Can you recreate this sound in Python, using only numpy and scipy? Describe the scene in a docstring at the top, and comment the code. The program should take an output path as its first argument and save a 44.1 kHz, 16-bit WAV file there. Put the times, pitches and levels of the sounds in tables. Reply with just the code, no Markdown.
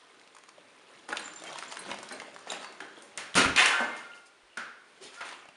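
"""The doorway of a small bare concrete room: someone steps through, soles crunching and scuffing over grit.
Noise and pitched cracks, coloured by pressure, make the crunch; short bursts ring broad humps as snaps and
knocks. Dying sines make the chinking metal, the ringing hollow piece and the heel thuds; slips rasp.
Random taps are the walls, whose answer swells as the walker enters and then sinks; steady air lies below."""
import sys
import numpy as np
from scipy import signal
from scipy.fft import rfft, irfft
from scipy.io import wavfile
from scipy.ndimage import uniform_filter1d

SR = 44100
rng = np.random.default_rng(int(sys.argv[2]) if len(sys.argv) > 2 else 0)


def persist_wave(psi):
    """Save psi, clipped to +-1, as 16-bit WAV."""
    counts = np.round(np.clip(psi, -1, 1) * 32767).astype(np.int16)
    wavfile.write(sys.argv[1], SR, np.atleast_2d(counts).T)


N = 245195
# All source levels are relative: the microphone colour comes after them.

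# microphone response: f/Hz, level/dB
MIC = [(6500, -5), (7500, -6), (7950, -15), (8400, -4.5), (9500, -5.5), (10500, -11.5), (11400, -27)]


def gain_of(db):
    """Amplitude factor for a level in dB."""
    return 10 ** (np.asarray(db) / 20)


def evened(x):
    """Bring a signal to an RMS of 1."""
    return x / np.sqrt(np.mean(x ** 2) + 1e-20)


def read_curve(points, hz):
    """Read a frequency curve, straight between its points over log frequency."""
    f, value = np.transpose(points)
    return np.interp(np.log(hz + 1), np.log(f + 1), value)


def over_time(points, t):
    """Read a curve of (t/s, value) at the times t."""
    return np.interp(t, *np.transpose(points))


def add(mix, s, sound):
    """Mix a sound in at s seconds, cut at the end of the scene."""
    part = mix[round(s * SR):][:len(sound)]
    part += sound[:len(part)]


def ring(hz, db, t60, phase=0):
    """One dying mode: a sine that loses 60 dB in t60 seconds, cut after 1 s at most."""
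    t = np.arange(int(SR * min(t60, 1))) / SR
    return gain_of(db - 60 * t / t60) * np.sin(2 * np.pi * hz * t + phase)


def softened(tone, rise_s):
    """Ramp the start of a tone in, as a contact that is not instant."""
    return tone * np.minimum(np.arange(len(tone)) / SR / rise_s, 1)


def slow_waver(samples):
    """Slow random movement with an RMS of 1: noise averaged twice over a window."""
    once = uniform_filter1d(rng.standard_normal(N), size=samples)
    return evened(uniform_filter1d(once, size=samples))


def hump(x, hz, width):
    """A broad two-pole resonance, width as a share of hz; output peak 1."""
    r = np.exp(-np.pi * width * hz / SR)
    out = signal.lfilter([1, 0, -1], [1, -2 * r * np.cos(2 * np.pi * hz / SR), r * r], x)
    return out / abs(out).max()


def swell(t, start, rise, fade, db):
    """Rise, then fade: returns the gain and how far the fade has gone (1 after one fade time)."""
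    rise_bend, fade_db, fade_bend = 1.1, 35.5, 1.14  # fade_db is lost over one fade time
    up = np.clip((t - start) / max(rise, .001), 0, 1)
    gone = np.clip((t - start - rise) / max(fade, .01), 0, 3)
    gain = up ** rise_bend * gain_of(db - fade_db * gone ** fade_bend)
    return gain * (gone < 3), gone


def soles():
    """Pressure sets the crunch; fine grit lifts its treble, pebbles its middle, body weight its bass."""
    # spectrum of sole on grit: f/Hz, relative density/dB per Hz
    grit_curve = [(24, -69), (40, -73), (108, -37), (195, -2), (247, -6), (320, -1.5), (927, -3.5),
                  (1120, -2), (4010, -10), (5580, -15.5), (7240, -15), (10100, -17.5), (11300, -21.5),
                  (14700, -55), (22000, -120)]
    hz, t, z = signal.stft(grains(rate=1800., spread_db=2.0), SR, nperseg=512, noverlap=384)
    z /= np.sqrt((abs(z) ** 2).mean(1, keepdims=True)) + 1e-12  # flatten the grain spectrum
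    fine_db, weight_db, pebbles_db = pressure(t)[1]

    high = np.clip(np.log2(hz / 2600 + 1e-9) / 0.84, 0, 1)[:, None]
    low = np.clip(np.log2(900 / (hz + 1)) / 2.09, 0, 1)[:, None]
    middle = np.exp(-(np.log2(hz / 2600 + 1e-9) / 0.66) ** 2)[:, None]  # pebbles clack around here
    colour_db = high * fine_db + low * weight_db + middle * pebbles_db
    shape = gain_of(read_curve(grit_curve, hz)[:, None] + colour_db)
    mid = (hz > 500) & (hz < 3000)
    shape /= np.sqrt((shape[mid] ** 2).sum(0))  # pressure then sets the level of this band

    patches = uniform_filter1d(rng.standard_normal(z.shape), size=5, axis=0)
    patches = uniform_filter1d(patches, size=14, axis=1)
    shape *= gain_of(1.6 * evened(patches))  # each bit of rubble favours other pitches for a moment
    crunch = signal.istft(z * shape, SR, nperseg=512, noverlap=384)[1][:N]
    step = np.arange(0, N, 32)
    force = np.sqrt(pressure(step / SR)[0])
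    return np.interp(np.arange(N), step, force) * crunch


def grains(rate, spread_db):
    """Countless grains crack, each ringing in one of 24 bands, a few large, over a rubbing hiss."""
    # share of separate cracks in the crunch: t/s, power share/0-1
    crack_share = [(0, 0.85), (2.7, 0.76), (3.3, 0.21), (4.9, 0.02), (5.56, 0.64)]
    cracks = np.zeros(N)
    for hz in np.geomspace(120, 10500, 24):
        size = gain_of(spread_db * np.minimum(rng.exponential(1, N), 4))
        size *= rng.choice([-1, 1], N)
        chance = rate / 24 / SR * np.sqrt(hz / 1500)  # high bands crack more often
        train = size * (rng.random(N) < chance)
        band = signal.oaconvolve(train, ring(hz, 0, 31.0 / hz))[:N]
        cracks += evened(band) * np.sqrt(hz)
    share = np.clip(over_time(crack_share, np.arange(N) / SR), 0, 1)
    return np.sqrt(share) * evened(cracks) + np.sqrt(1 - share) * rng.standard_normal(N)


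def pressure(t):
    """Power of all crunches together, and their colour mixed by each one's share of it."""
    # soles shifting lightly on the grit throughout: t/s, level/dB
    shuffle = [(0, -59), (.12, -61), (.45, -65), (.75, -61), (.99, -55.5), (1.07, -60), (1.35, -53),
               (1.8, -47.5), (2.3, -54), (2.75, -57), (3.15, -57.5), (3.9, -42), (4.12, -56), (4.3, -77),
               (4.85, -65), (4.91, -59.5), (5.2, -60), (5.56, -64.5)]
    # colour of that shifting: fine grit/dB, body weight/dB, pebbles/dB
    shuffle_colour = (0, 4, 0.34)
    # crunches and scuffs: start/s, rise/s, fade/s, pressure/dB, fine grit/dB, body weight/dB, pebbles/dB
    crunch_rows = [(.475, 0.011, 0.046, -54.5, -4, -11, -13), (.55, 0.052, 0.2, -61, -1, 11, 9),
                   (.672, .006, 0.24, -58, -2, 4, 0), (1.083, 0.0087, 0.18, -35, -2.5, -3, -2),
                   (1.119, 0.013, 0.011, -24, -12, -15, -7.5), (1.145, 0.014, 0.44, -44.5, 2.5, -3, 2),
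                   (1.42, 0.082, 0.16, -42, 1.5, 4, -0.5), (1.52, 0.063, 0.21, -45.5, 8, 0, 11),
                   (1.69, 0.025, 0.16, -45, 5.5, -14, 0), (1.857, 0.056, 0.084, -37.5, 0, 7.5, 1),
                   (2.099, 0.015, 0.25, -42.5, -2, -1, -1), (2.452, 0.069, 0.17, -38.5, 1, 1, 5.5),
                   (2.579, 0.05, 0.097, -43, -2, -16, -9), (2.802, 0.0086, 0.2, -45.5, -5, -0.5, -4),
                   (2.94, 0.075, 0.11, -55, -6, -5, -9), (3.348, 0.032, 0.23, -18, 3, 1, 3),
                   (3.557, 0.031, 0.39, -16.5, 1, -20.5, 7.5), (3.63, 0.041, 0.32, -26, -3, -22, -11),
                   (3.786, 0.024, 0.19, -27.5, -12.5, -9, -16), (3.95, 0.021, 0.19, -49, 22, 0, -3),
                   (4.135, 0.017, 0.25, -56.5, 7.5, -5, -15), (4.25, 0.012, .12, -64.5, 20, -15, -11),
                   (5.003, 0.032, 0.29, -46.5, 10, 5.5, 5.5), (5.12, 0.025, 0.3, -47.5, 4.5, -20, 2.5),
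                   (5.203, 0.0066, 0.085, -34.5, -9.5, -22, -0.5), (5.22, 0.038, 0.4, -42.5, 3.5, -5.5, 3)]
    dull_db = 16  # extra loss of the fine grit over one fade time
    power = gain_of(over_time(shuffle, t)) ** 2
    colour = power * np.array(shuffle_colour)[:, None]
    for start, rise, fade, db, fine_db, weight_db, pebbles_db in crunch_rows:
        gain, gone = swell(t, start, rise, fade, db)
        own_colour = np.array([fine_db - dull_db * gone, weight_db + 0 * t, pebbles_db + 0 * t])
        power = power + gain ** 2
        colour = colour + gain ** 2 * own_colour
    return power, colour / power


def snaps():
    """A break and its dying puff of splinters ring a broad resonance, with a bright edge."""
    # fragments snapping under a sole: t/s, resonance peak/dB, centre f/Hz, bright edge against it/dB
    snap_rows = [(0.197, -38.5, 3980, -18), (0.214, -39, 1880, -10), (0.275, -39, 2740, -14),
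                 (0.349, -37, 1080, -2.5), (0.366, -32.5, 1310, -6), (0.385, -41, 1140, 2),
                 (0.437, -37, 1300, -4), (0.49, -37.5, 2020, 1), (0.58, -38.5, 603, -25),
                 (1.089, -26.5, 1240, -3), (1.127, -28, 880, -4), (1.159, -25, 930, -14),
                 (1.17, -15, 2820, -7), (1.195, -24, 1330, -16), (1.279, -26.5, 1260, -8),
                 (1.336, -34, 1210, 0), (1.398, -43.5, 3610, 10), (1.421, -29, 655, -6),
                 (1.438, -26.5, 633, 0), (1.529, -34, 636, 5), (1.558, -24.5, 990, -17),
                 (1.586, -25.5, 2700, 1.5), (1.625, -20.5, 1190, -28), (1.636, -23, 1190, -23),
                 (1.723, -26, 1050, 1.5), (1.77, -20.5, 1580, -9), (1.862, -26, 700, -24),
                 (1.906, -29.5, 910, -20), (1.915, -21.5, 850, -20), (1.943, -25.5, 620, -8),
                 (1.987, -29, 684, -1.5), (2.03, -29.5, 930, 2), (2.089, -26.5, 4020, -13),
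                 (2.123, -31, 1030, 4), (2.2, -21.5, 2010, -30), (2.219, -22.5, 1030, -38),
                 (2.344, -41, 2200, 3), (2.363, -25, 990, -31), (2.39, -46, 840, 12),
                 (2.472, -27.5, 600, -22), (2.502, -25.5, 3600, -9), (2.519, -22, 703, 1),
                 (2.645, -26.5, 1470, -11), (2.724, -38.5, 694, 2), (2.803, -32.5, 1570, -32),
                 (2.976, -34, 423, -25), (3.448, -9.5, 1350, -24), (3.659, -10.5, 1860, 5.5),
                 (3.966, -37, 2050, 0), (5.29, -26, 1220, -8), (5.325, -27.5, 1050, -19),
                 (5.455, -37, 690, -27), (5.487, -37, 673, -6)]
    splinter_s = 0.0034  # the noise dies to about a third in this time
    out, t = np.zeros(N), np.arange(1024) / SR
    for s, db, hz, edge_db in snap_rows:
        puff, fizz = rng.standard_normal((2, 1024)) * np.exp(-t / splinter_s)
        puff[20] += 4.  # the break itself
        edge = gain_of(edge_db) * hump(fizz, 6550.0, width=1.0)
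        add(out, s, gain_of(db) * (hump(puff, hz, width=0.4) + edge))
    return out


def knocks():
    """One sharp blow with a bright tick and a dull body; returns the direct sound and what fills the room."""
    # stones knocked against the floor: t/s, main peak/dB, centre f/Hz, width/share of centre,
    # then against the main peak: bright tick/dB, dull body/dB; and share sent to the walls/dB
    knock_rows = [(2.804, -27, 1530, 0.18, -30, -8.5, 5.5), (2.9865, -40, 10000, 0.36, -15, -30, -9),
                  (3.0225, -33, 8530, 0.53, -13, -25, 9), (3.1758, -18, 7800, 0.42, -12, -32, -11),
                  (3.175, -26, 1664, 0.8, -1.5, -7.5, 17), (3.343, -23, 3070, 0.19, -23, -27, -2),
                  (3.353, -21.5, 1580, 1, 10, 4, 17), (3.562, -6.5, 2230, 1, -22, -24, 4.5),
                  (4.572, -28.5, 1452, 0.16, -15, -3.5, 15.5), (4.5745, -29.5, 8000, 0.59, -7, -30, -14),
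                  (5.207, -35, 1270, 0.49, -24.5, -8.5, 19.5)]
    near, far = np.zeros((2, N))
    strike = signal.unit_impulse(1024)
    for s, db, hz, width, tick_db, body_db, wall_db in knock_rows:
        blow = hump(strike, hz, width)
        blow += gain_of(tick_db) * hump(strike, 4400.0, width=3.8)
        blow += gain_of(body_db) * hump(strike, 520.0, width=2.1)
        # the stone and the nearest surfaces answer at once
        for late in np.r_[0, rng.uniform(.7, 8., 4) / hz]:
            add(near, s + late, gain_of(db) * rng.choice([-1, 1]) * blow)
        add(far, s, gain_of(db + wall_db) * blow)
    return near, far


def hollow():
    """Each blow lands elsewhere and favours the modes near one pitch; floor contact makes each mode waver."""
    # modes of the kicked hollow piece, some in close pairs: f/Hz, level/dB, t60/s
    hollow_modes = [(615, -6, .25), (733, -1, .4), (1394, -3, .35), (1410, -2, .6), (1535, -4, .6),
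                    (1732, -5, .4), (1825, -4, .55), (2112, -4, .72), (2130, -6, .4), (2400, -7, .5),
                    (2880, -7, .5), (3330, -9, .5), (3600, -8, .3)]
    # blows as it tumbles: t/s, level/dB, f/Hz around which this blow rings most
    bumps = [(3.358, -25.5, 1410), (3.576, -17, 1820), (3.6, -25, 715), (3.66, -31, 730),
             (3.735, -19.5, 1340), (3.79, -24, 1370), (3.81, -29, 1830), (3.829, -47, 3300),
             (3.895, -33.5, 2070), (4.03, -47, 1370), (4.572, -54, 1440), (5.141, -46, 1300),
             (5.175, -44, 1320)]
    out = np.zeros(N)
    for hz, db, t60 in hollow_modes:
        mode = np.zeros(N)
        for s, blow_db, most_hz in bumps:
            off_db = 22 * abs(np.log2(hz / most_hz))  # 22 dB lost per octave away
            tone = ring(hz, blow_db + db - off_db, t60, rng.uniform(0, 2 * np.pi))
            add(mode, s, softened(tone, rise_s=0.001))
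        out += mode * gain_of(3. * slow_waver(700))  # 3 dB RMS
    return out


def chinks():
    """Each metal part rings with its own modes, starting softly; one waver moves them all as they rock."""
    # small metal parts, one list of modes a part: f/Hz, level/dB, t60/s
    metal_parts = [
        [(7200, 2.2, 0.067), (7660, -17, 0.06)],
        [(3160, 11.5, 0.085)],
        [(3750, 9, 0.013), (6760, -5.5, 0.049), (7340, 0, 0.051), (8850, -14, 0.2)],
        [(2760, 9.5, 0.02), (3050, -2, 0.037)],
    ]
    # a further part with clear tones: f/Hz, level/dB, t60/s
    clear_part = [(4090, -2, .09), (4150, -6, .06), (8400, -1.5, .13), (9770, .1, .1)]
    # blows, one list a part, the clear one last: t/s, level/dB
    chink_blows = [
        [(1.224, -45), (1.241, -38), (1.256, -29.5), (1.293, -49), (1.323, -55), (1.359, -32.5), (1.68, -40),
         (1.712, -44)],
        [(1.468, -45), (2.803, -52)],
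        [(2.501, -28), (2.53, -54)],
        [(4.117, -46), (4.134, -43.5), (4.175, -49), (5.487, -46.5)],
        [(1.193, -39.5), (1.79, -35), (1.845, -63), (2.123, -39.5), (2.805, -57)],
    ]
    out = np.zeros(N)
    for modes, blows in zip(metal_parts + [clear_part], chink_blows):
        for s, blow_db in blows:
            for hz, db, t60 in modes:
                tone = ring(hz, blow_db + db, t60, rng.uniform(0, 2 * np.pi))
                add(out, s, softened(tone, rise_s=0.0022))
    return out * gain_of(1.3 * slow_waver(150))  # 1.3 dB RMS


def thuds():
    """Heel blows on the slab: low dying modes with a soft start."""
    # heel on the slab: t/s, level/dB, f/Hz, t60/s
    thud_rows = [(1.1, -63, 62, 0.85), (2.807, -40.5, 395, 0.19), (3.353, -21.5, 187, .14),
                 (3.36, -41, 123, 0.34), (3.378, -17, 268, 0.21), (3.452, -26, 270, 0.18),
                 (3.455, -30.5, 79, 0.15), (3.46, -25, 156.4, 0.094), (3.5, -36, 125, 0.16),
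                 (3.805, -30, 238, 0.16), (4.432, -62, 45, 0.098), (4.575, -42.5, 240, 0.14),
                 (8.8, -56, 113, .15), (5.487, -49, 177, 0.05)]
    out = np.zeros(N)
    for s, db, hz, t60 in thud_rows:
        add(out, s, softened(ring(hz, db, t60), rise_s=0.0021))
    return out


def drag():
    """Pieces shudder or rasp as they slide: uneven slips drive one resonance."""
    # slides: start/s, rise/s, fade/s, level/dB, f/Hz, width/share of f
    drag_rows = [(1.385, .01, 0.062, -47, 3600, .063), (2.11, 0.032, 0.11, -40.5, 636, 0.064),
                 (2.6, 0.042, .17, -51, 4420, 0.053), (2.95, 0.023, 0.18, -54, 3260, .15),
                 (4.48, .05, 0.086, -57, 2840, 0.061), (4.997, 0.013, 0.13, -43, 350, .28)]
    slips_per_s = 54.5
    out, t = np.zeros(N), np.arange(SR // 4) / SR
    for start, rise, fade, db, hz, width in drag_rows:
        slips = rng.standard_normal(len(t)) * (0.4 + np.cos(np.pi * slips_per_s * t) ** 4)
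        rasp = evened(hump(hump(slips, hz, width), hz, 2 * width))
        add(out, start, swell(t, 0, rise, fade, db)[0] * rasp)
    return out


def room(x):
    """Wall echoes: sparse taps of random sign, each band dying at its own speed; three tails in turn."""
    # decay of the bare walls: f/Hz, t60/s
    wall_decay = [(100, 0.69), (500, 0.63), (1400, 0.65), (3700, 0.54), (9700, 0.34)]
    out, turn = np.zeros(N), np.arange(N) / SR * 2.311 * np.pi
    for k in range(3):
        taps = np.zeros(SR)
        at = np.arange(60, SR - 12, 12)
        taps[at + rng.integers(0, 12, len(at))] = rng.choice([-1., 1.], len(at))
        hz, t, z = signal.stft(taps, SR, nperseg=256)
        decay = gain_of(-60 * t / read_curve(wall_decay, hz)[:, None])
        tail = signal.istft(z * decay, SR, nperseg=256)[1]
        share = np.sqrt(2 / 3) * np.cos(turn + k * np.pi / 3)  # the three powers sum to 1
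        out += signal.fftconvolve(x * share, tail / np.linalg.norm(tail))[:N]
    return out


def air():
    """The steady outdoor wash and hiss: noise shaped so that the microphone colour leads to its curve."""
    # spectrum behind the microphone: f/Hz, relative density/dB per Hz
    air_curve = [(15, -40), (25, -18), (199, -6), (387, 5.5), (812, 3), (1020, 3.5), (2040, 2.5),
                 (3580, -1.5), (7920, -13.5), (9010, -7.5), (11300, -27), (14700, -57), (22000, -120)]
    hz = np.fft.rfftfreq(N, 1 / SR)
    noise = rfft(rng.standard_normal(N)) * gain_of(read_curve(air_curve, hz) - read_curve(MIC, hz))
    return gain_of(-56.5) * evened(irfft(noise, N))  # RMS dB ahead of the microphone


def scene():
    """Sum the direct sounds, their answer from the walls, and the air."""
    # share of the direct sound that reaches the walls: t/s, level/dB
    wall_share = [(0, -9), (2.3, -5.5), (2.8, -3), (3.4, -7), (5.56, -9)]
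    near, far = knocks()
    direct = soles() + snaps() + chinks() + hollow() + thuds() + drag()
    inside = gain_of(over_time(wall_share, np.arange(N) / SR))
    return (direct + near + room(inside * direct + far) + air())[None]


def record(dry):
    """Microphone colour with a dip near 8 kHz, then a band limit at 11.5 kHz."""
    hz = np.linspace(0, SR / 2, 513)
    colour = signal.firwin2(255, hz, gain_of(read_curve(MIC, hz)), fs=SR)
    coloured = signal.oaconvolve(dry, colour[None], "same")
    band_limit = signal.firwin(511, 11500, window=("kaiser", 9), fs=SR)
    return signal.oaconvolve(coloured, band_limit[None], "same")


dry = scene()
out = record(dry)
persist_wave(out)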